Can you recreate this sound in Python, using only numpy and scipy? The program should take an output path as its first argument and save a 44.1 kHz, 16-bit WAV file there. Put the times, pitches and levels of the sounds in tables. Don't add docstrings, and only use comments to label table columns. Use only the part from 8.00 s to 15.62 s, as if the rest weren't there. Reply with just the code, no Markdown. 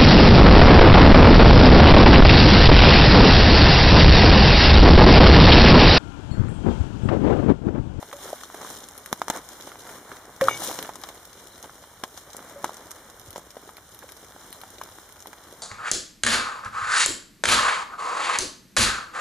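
import sys
import numpy as np
from scipy import signal
from scipy.fft import rfft, irfft
from scipy.io import wavfile

SR = 44100
rng = np.random.default_rng(int(sys.argv[2]) if len(sys.argv) > 2 else 0)


def store_pcm(level_fs):
    pcm = np.round(np.clip(level_fs, -1, 1) * 32767).astype(np.int16)
    wavfile.write(sys.argv[1], SR, np.atleast_2d(pcm).T)


N = 336042


def from_db(db):
    return 10 ** (np.asarray(db) / 20)


def rms_one(x):
    return x / np.sqrt(np.mean(x ** 2) + 1e-20)


def first_rms(x, count=100):
    return np.sqrt(np.mean(x[0, :count] ** 2))


def colour(x, points, size=4096):
    hz, db = np.transpose(points)
    grid_hz = np.maximum(np.arange(size // 2 + 1) * SR / size, 1)
    log_gain = np.interp(np.log(grid_hz), np.log(hz), db) * np.log(10) / 20
    cepstrum = irfft(log_gain)
    cepstrum[1:size // 2] *= 2
    cepstrum[size // 2 + 1:] = 0
    response = irfft(np.exp(rfft(cepstrum)))
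    return signal.oaconvolve(np.atleast_2d(x), response[None], axes=1)[:, :N]


def ring(x, hz, t60_s):
    radius = from_db(-60 / (t60_s * SR))
    w = 2 * np.pi * hz / SR
    return signal.lfilter([0, np.sin(w)], [1, -2 * radius * np.cos(w), radius * radius], x)


def add(out, start_s, sound):
    i = round(start_s * SR)
    out[..., i:i + sound.shape[-1]] += sound[..., :N - i]


def leaning(pair, lean):
    lean = np.clip(lean, -.95, .95)
    mid, side = pair
    return np.array([mid, lean * mid + np.sqrt(1 - lean ** 2) * side])


def drift(rate_hz):
    points = rng.standard_normal(int(N / SR * rate_hz) + 2)
    return np.interp(np.arange(N) / SR * rate_hz, np.arange(len(points)), points)


def lesser(columns, count):
    mean, scatter = np.transpose(columns)
    draws = rng.random((count, len(columns) + 1))
    start_s = draws[:, 0] * N / SR
    values = mean + scatter * np.sqrt(12) * (draws[:, 1:] - .5)
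    return np.column_stack([start_s, values])


def low_end(length=3000):
    # frequency in Hz, response in dB.
    rumble_response = [(20, -7), (40, -1), (55, 1), (100, -0.5), (150, -8.5), (300, -14), (2000, -67)]
    # start in seconds, level in dB, pitch in Hz.
    pushes = [(1.127, -22, 219), (1.298, -23, 226), (2.411, -21, 190), (2.481, -34, 110), (4.035, -25, 326),
              (4.642, -24, 312), (5.282, -34.5, 90)]
    rumble_db = -60.5
    out = from_db(rumble_db) * rms_one(colour(rng.standard_normal((2, N)), rumble_response))
    t = np.arange(length) / SR
    for start_s, db, hz in pushes:
        swing = (1 - np.exp(-t * hz * 8.2)) * from_db(db - 60 * t * hz / 6.1)
        add(out[0], start_s, swing * np.sin(2 * np.pi * hz * t))
    return out * [[1], [1.6]]


def bird():
    # start in seconds, length in seconds, pitch in Hz, level in dB.
    whistles = [(3.49, 0.083, 3980, -53.5), (3.704, 0.26, 3210, -64), (6.496, .09, 4070, -54)]
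    out = np.zeros(N)
    waver = 1 + 0.049 * drift(rate_hz=220)
    for start_s, length_s, hz, db in whistles:
        span = slice(round(start_s * SR), round((start_s + length_s) * SR))
        phase = 2 * np.pi * hz * np.cumsum(waver[span]) / SR
        out[span] += from_db(db) * np.sqrt(np.hanning(len(phase))) * np.sin(phase)
    return np.array([out, .5 * out])


def bottles(length=12000):
    # start in seconds, level in dB, pitch in Hz, 60 dB decay time in seconds.
    hums = [(.132, -34, 570, 0.19), (2.417, -11, 537, 0.17), (2.434, -42.5, 115, 1),
            (4.559, -35, 567, 0.21)]
    # start in seconds, level in dB.
    strikes = [(2.493, -33), (2.512, -31.5), (2.531, -32)]
    # mode pitch in Hz, level against the strike in dB, 60 dB decay time in seconds.
    modes = [(2249, 0, .5), (2297, -3, .4), (2869, -1, .1), (3596, -8, .2), (4969, -11, .12),
             (6013, -15, .15), (6257, -10, .15), (6428, -14, .15)]
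    settle_s, settle_t60_s, hum_end_s = 2.57, 0.06, .17
    air, glass, t = np.zeros(N), np.zeros(N), np.arange(length) / SR
    for start_s, db, hz, t60_s in hums:
        swing = from_db(db - 60 * t / t60_s) * (1 - np.exp(-t / 0.0012))
        add(air, start_s, swing * np.sin(2 * np.pi * hz * t) * (t < hum_end_s))
    for start_s, db in strikes:
        for hz, mode_db, t60_s in modes:
            add(glass, start_s, from_db(db + mode_db - 60 * t / t60_s) * np.sin(2 * np.pi * hz * t))
    glass *= from_db(-60 * np.maximum(np.arange(N) / SR - settle_s, 0) / settle_t60_s)
    return np.array([air + glass, .6 * air + 0.99 * glass])


def impacts(per_s, spread_db, clump_db):
    chance = per_s / SR * from_db(clump_db * drift(rate_hz=25))
    struck = rng.random(N) < chance
    return from_db(spread_db * np.minimum(rng.exponential(1, N), 3)) * struck


def small_taps(clicks, count=12):
    out, patch = np.zeros((2, N)), rng.integers(0, count, N)
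    for k, hz in enumerate(np.geomspace(330, 1900, count)):
        push = np.diff(clicks * (patch == k), prepend=0) + 1e-18
        tap = ring(ring(push, hz, 2.9 / hz), hz, 2.9 / hz)
        out += [tap, tap * (-1) ** k]
    return rms_one(out)


def grains(spectrum, clicks, grain_s, smooth, count=4):
    out = smooth * from_db(drift(rate_hz=15.0)) * rng.standard_normal((2, N))
    dealt = rng.integers(0, count, N)
    click_rms = np.sqrt(np.mean(clicks ** 2))
    decay = np.exp(-1 / (grain_s * SR))
    for k, hz in enumerate(np.geomspace(2600, 11000, count)):
        flares = signal.lfilter([1], [1, -decay], clicks * (dealt == k) / click_rms + 1e-18)
        band = signal.butter(1, [hz / 1.54, min(hz * 1.33, .45 * SR)], "band", fs=SR, output="sos")
        out += signal.sosfilt(band, flares * rng.standard_normal((2, N)))
    return rms_one(colour(out, spectrum))


def rustle_gain():
    # time in seconds, dull part in dB, bright part in dB.
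    steady = [(0, -50, -51.5), (1.1, -50, -51.5), (2.3, -49.5, -54.5), (3.2, -51, -53.5),
              (4.2, -53.5, -54.5), (4.4, -47.5, -52.5), (4.75, -48, -51), (5.3, -52.5, -56.5),
              (5.9, -54.5, -55), (6.45, -51, -52), (7.2, -53.5, -55.5), (7.62, -50.5, -53.5)]
    # peak time, rise and fall in seconds, dull part in dB, bright part in dB.
    rustles = [(0.277, 0.1, 0.13, -45, -45.5), (0.62, 0.097, 0.2, -45, -48.5),
               (.74, 0.11, 0.084, -59, -45.5), (1.29, 0.017, 0.036, -46, -53),
               (1.355, 0.03, 0.041, -35, -42.5), (1.51, 0.11, 0.37, -54.5, -53.5),
               (1.906, 0.073, .14, -47, -51), (2.13, .07, 0.091, -47, -53),
               (2.422, 0.014, 0.12, -35, -40.5), (2.67, 0.13, 0.14, -39.5, -36.5),
               (2.812, 0.094, 0.097, -44, -48), (3.066, 0.074, 0.04, -50, -51.5),
               (3.635, 0.011, 0.045, -52, -56), (4.18, 0.015, 0.054, -54, -48.5),
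               (4.35, 0.054, .06, -64, -62), (4.65, 0.011, 0.028, -43, -59), (5.368, .03, .07, -53, -60),
               (6.106, .1, .06, -65, -66), (6.829, .03, 0.05, -52, -70), (6.969, .08, 0.076, -66, -56)]
    edge_db = -9
    t = np.arange(N) / SR
    time_s, *steady_db = np.transpose(steady)
    power = np.array([from_db(2 * np.interp(t, time_s, db)) for db in steady_db])
    for peak_s, rise_s, fall_s, *db in rustles:
        away = np.maximum((peak_s - t) / rise_s, (t - peak_s) / fall_s)
        shape = from_db(2 * edge_db * np.minimum(away, 5) ** 2)
        power += np.outer(from_db(2 * np.array(db)), shape)
    return np.sqrt(power)


def patter():
    # frequency in Hz, response in dB.
    dull_response = [(60, -39), (150, 0), (300, 1), (600, 1), (1000, 2), (1500, 1), (2200, -6.5),
                     (3500, -21.5), (8000, -38)]
    # frequency in Hz, response in dB.
    bright_response = [(200, -68), (700, -26), (1800, -13), (3000, 0.5), (4000, 2), (6300, 1.5), (9000, -1),
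                       (12000, -4), (15500, -6)]
    # time in seconds, lean to the left from -1 to 1.
    lean_path = [(0, 0.16), (2.3, .1), (2.5, 0.48), (3.2, 0.039), (3.6, 0.15), (4.2, 0.023), (4.6, .15),
                 (5.1, 0.014), (7.62, 0.087)]
    t = np.arange(N) / SR
    dull_gain, bright_gain = rustle_gain()
    on_film = impacts(per_s=250., spread_db=3.5, clump_db=5.0)
    on_leaves = impacts(per_s=250., spread_db=2.5, clump_db=7.5)
    dull = rms_one(colour(rng.standard_normal((2, N)), dull_response)) + 0.75 * small_taps(on_film)
    bright = grains(bright_response, on_film + on_leaves, grain_s=0.0013, smooth=4.4)
    both = dull_gain * rms_one(dull) + bright_gain * bright
    treble = signal.butter(2, 9000, "high", fs=SR, output="sos")
    both += from_db(-64.0) * signal.sosfilt(treble, rng.standard_normal((2, N)))
    return leaning(both, np.interp(t, *np.transpose(lean_path)))


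def cracks(length=2500):
    # start in seconds, level in dB, centre in Hz, top octave against the body in dB,
    # left-right balance in nominal dB (positive is left).
    splashes = [(.027, -44, 3440, -9, -2), (.1282, -47, 5870, -14, 5), (0.167, -42, 6060, -17, 2),
                (0.33, -41, 4660, 0, 1), (.412, -43, 6300, -11, -3), (0.435, -37.5, 4440, -10, 10),
                (0.6152, -38.5, 6000, -7, -4), (.703, -39, 7100, -7, -2), (.84, -39, 5150, -10, 9),
                (0.8866, -38.5, 6640, -25, 1), (0.9783, -46.5, 6540, 8.5, 4), (1.0599, -38, 6250, 3.5, 7),
                (1.1276, -23.5, 5700, -0.5, 6), (1.2172, -32.5, 4400, -12, -2),
                (1.2822, -30.5, 5710, -22, 5), (1.3, -21.5, 5680, -29, 11), (1.362, -35, 5780, -11, -3),
                (1.3722, -35, 6450, -9, -5), (1.489, -37.5, 6600, -12, 13), (1.609, -38, 4270, -3, -4),
                (1.6225, -39, 5060, -8, 12), (2.4134, -44, 3540, -13, 8), (2.4402, -28, 5940, -8, 12),
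                (2.4832, -36, 3330, -11, 1), (2.6738, -28, 6000, -14, 13), (2.713, -34, 6430, -3, 3),
                (2.789, -28.5, 4130, -10, -1), (2.8266, -35, 5150, 4, -4), (2.9561, -36, 6500, -15, 11),
                (3.0366, -31, 4100, -10, 18), (3.0884, -37.5, 4560, -6, 9), (3.2527, -43, 6300, 0.5, -4),
                (3.33, -42.5, 4100, -10, 9), (3.4713, -43.5, 6140, 0.5, 7), (3.6273, -37.5, 6750, -22, 1),
                (4.037, -31, 4850, -35, -17), (4.175, -35.5, 5560, -12, 16), (4.303, -43, 4520, -8, -1),
                (4.3311, -41, 5860, -12, 1), (4.3665, -35.5, 6700, -27, 4), (4.644, -30, 5920, -20, 12),
                (4.7437, -41, 6500, -13, 2), (4.7685, -39, 5500, -11, 20), (4.908, -37, 6360, -1, 2),
                (4.9148, -35.5, 6660, -30, -11), (5.0997, -43, 5600, -10, -11), (5.1968, -45, 6070, 1, -11),
                (5.3058, -45.5, 5390, 5.5, 4), (5.3289, -42.5, 4540, -1, -2), (5.359, -41, 5350, -8, -14),
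                (5.379, -38.5, 6880, -16, -10), (5.5053, -42, 5530, -9, 9), (5.7686, -39.5, 3800, -3, 4),
                (5.9454, -49, 4470, 4.5, 0), (6.09, -44, 5330, -18, 9), (6.12, -42, 5350, 2, 6),
                (6.527, -38, 3340, 0, 10), (6.6147, -40.5, 4020, 0.5, 9), (6.7835, -41, 4040, -11, 5),
                (6.8354, -40, 6100, 0, -1), (7.1237, -48, 6340, 2, -5), (7.2037, -44, 6280, -15, 8),
                (7.224, -42, 5780, -11, 8), (7.271, -41, 4540, 2.5, 8), (7.33, -45.5, 5200, -18, -2)]
    lesser_spread = [(-48, 2.3), (5500, 810), (-4.5, 4.3), (2.5, 6)]
    spray_at_38_db, spray_spread_db, spray_loss = -13, 1, 0.23
    spray_t60_s, burst_decay_s, attack_s = 0.048, 0.00067, 0.00027
    out, t = np.zeros((2, N)), np.arange(length) / SR
    top = signal.butter(1, [8500, 12500], "band", fs=SR, output="sos")
    drops = np.vstack([lesser(lesser_spread, count=33), splashes])
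    wetness = rng.standard_normal(len(drops))
    noise = rng.standard_normal((len(drops), 2, length))
    for (start_s, db, hz, top_db, pan_db), wet, hiss in zip(drops, wetness, noise):
        spray_db = spray_at_38_db + spray_spread_db * wet - spray_loss * (db + 38)
        envelope = np.exp(-t / burst_decay_s) + from_db(spray_db - 60 * t / spray_t60_s)
        burst = hiss * envelope * (1 - np.exp(-t / attack_s))
        body = signal.lfilter([1, 0, -1], 1, ring(burst, hz, 2.96 / hz))
        air = signal.sosfilt(top, burst)
        sound = body / first_rms(body) + from_db(top_db) * air / first_rms(air)
        add(out, start_s, from_db(db) * leaning(sound, np.tanh(pan_db / 12)))
    return out


def thuds(length=3000):
    # start in seconds, peak of the blow in dB, film pitch in Hz,
    # sharpness (the ring lasts longer as it grows), flutter against the blow in dB.
    blows = [(.0283, -25.5, 800, 3.5, -11), (.1143, -27, 1200, 1.06, -32), (.1285, -24, 794, 1.4, -6),
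             (.2568, -29, 586, 4.4, -25), (.3299, -19, 620, 7.6, -29), (.4121, -31.3, 1580, 4.5, -30),
             (.4346, -28.5, 1280, 8.5, -16), (.5008, -30, 1050, 2.4, -30), (.5446, -28, 650, 2.9, -6),
             (.612, -33, 800, 2.2, -3), (.6285, -32, 600, 2, -2), (.6485, -26, 1200, 5.4, -25),
             (0.704, -31, 680, 2.7, -30), (1.0604, -30, 1650, 4, -18), (1.1156, -35, 328, 2.1, -4),
             (1.1283, -10, 960, 1.9, -20), (1.2173, -11.5, 945, 3.2, -17.5), (1.2822, -14, 930, 1.8, -22),
             (1.2908, -31, 1200, 1.5, -16), (1.3003, -11, 800, 3.4, -8.5), (1.306, -30, 900, 2.7, -19),
             (1.6742, -25, 566, 2, -11), (1.7176, -28.5, 1260, 1.9, -12), (1.7568, -29, 960, 1.9, -31),
             (1.8922, -30, 1340, 5.7, -6), (2.1169, -25.5, 1360, 7.3, -14),
             (2.4111, -12.5, 1270, 4.7, -6.5), (2.484, -1.6, 1223, 11, -19), (2.4925, -16.5, 905, 2.9, -17),
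             (2.511, -24.5, 780, 5.9, -21), (2.6195, -26.5, 800, 2, -8), (2.6974, -23.5, 710, 4.8, -30),
             (2.7128, -21.5, 870, 2.8, -27), (2.7893, -19.5, 544, 0.87, -13),
             (2.8272, -21.5, 1610, 1.5, -32), (2.8485, -23, 710, .63, -13), (2.8919, -23, 813, 2.5, -8.5),
             (2.9562, -29.5, 890, 0.88, -9), (3.0364, -28.5, 870, 5.1, -3), (3.0886, -32.5, 960, 3.5, -2.5),
             (3.6416, -33.5, 805, 3.1, -1.5), (3.6954, -32, 1200, 5.7, -14), (4.037, -14, 724, .51, -10.5),
             (4.1758, -33, 890, 1.4, -9), (4.3476, -30, 600, 1.8, -30), (4.3925, -30, 855, 1.1, -12),
             (4.643, -17, 910, 8, -7), (4.658, -29, 900, 2, -14), (4.6936, -23, 870, 4.5, -32),
             (4.9146, -33.5, 1220, 2.5, -18), (5.3598, -28, 660, 2.4, -3), (5.3807, -27.5, 520, 2, -31),
             (5.5676, -29.5, 566, 6.7, -6.5), (6.0233, -40.5, 1630, 18, -24), (6.041, -36, 530, 8.2, -31),
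             (6.0897, -34.5, 1530, 3.6, -7), (6.3633, -33.5, 890, 3.5, -13), (6.6153, -35, 780, 1.2, -30),
             (6.6351, -29, 800, 1.7, -9.5), (6.8141, -21, 1010, 3.5, -11.5), (6.9858, -29, 730, 1.2, -25.5),
             (7.2714, -38, 510, 2.3, -3.5), (7.331, -30.5, 970, 1.4, -7.5)]
    lesser_spread = [(-38.5, 3.8), (854, 210), (2.5, 0.54), (-11, 6.1)]
    flutter_t60_s, flutter_attack_s = 0.041, 0.00027
    out, t = np.zeros((2, N)), np.arange(length) / SR
    drops = np.vstack([lesser(lesser_spread, count=30), blows])
    noise = rng.standard_normal((len(drops), length))
    push = np.diff(1. * (t == 0), prepend=0)
    for (start_s, db, hz, sharpness, flutter_db), hiss in zip(drops, noise):
        t60_s = 0.68 * max(sharpness, .6) / hz
        blow = ring(ring(push, hz, t60_s), hz, t60_s)
        flutter = rms_one(ring(np.diff(hiss, prepend=0), hz, 3.8 / hz))
        flutter = flutter * from_db(flutter_db - 60 * t / flutter_t60_s)
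        sound = blow / np.abs(blow).max() + flutter * (1 - np.exp(-t / flutter_attack_s))
        random_sign = np.sign(hiss[0])
        add(out, start_s, from_db(db) * np.array([sound, sound * random_sign]))
    return out


def scene():
    # frequency in Hz, gain in dB.
    side_response = [(60, -32), (99, -23), (160, -23.5), (270, -21.5), (450, -21.5), (740, -16),
                     (1220, -16), (2010, -6), (3330, -1.5), (5500, -3.5), (9080, 0.5), (15000, 4)]
    mid, side = patter() + thuds() + cracks() + bottles() + bird() + low_end()
    side = colour(side, side_response)[0]
    return np.array([mid + side, mid - side])


def record(dry):
    # centre in Hz, width in Hz, depth in dB.
    dips = [(2615, 520, -24), (4625, 800, -23), (7905, 560, -14)]
    bass_cut_hz, treble_cut_hz, stop_hz = 45, 15200, 16470
    for hz, width_hz, db in dips:
        w = 2 * np.pi * hz / SR
        pole = np.exp(-np.pi * width_hz / SR)
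        zero = np.exp(-np.pi * width_hz * from_db(db) / SR)
        top = [1, -2 * zero * np.cos(w), zero ** 2]
        bottom = [1, -2 * pole * np.cos(w), pole ** 2]
        dry = signal.lfilter(top, bottom, dry)
    dry = signal.sosfilt(signal.butter(2, bass_cut_hz, "high", fs=SR, output="sos"), dry)
    dry = signal.sosfilt(signal.cheby1(6, .5, treble_cut_hz, fs=SR, output="sos"), dry)
    return signal.sosfilt(signal.cheby2(12, 70, stop_hz, fs=SR, output="sos"), dry)


dry = scene()
out = record(dry)
store_pcm(out)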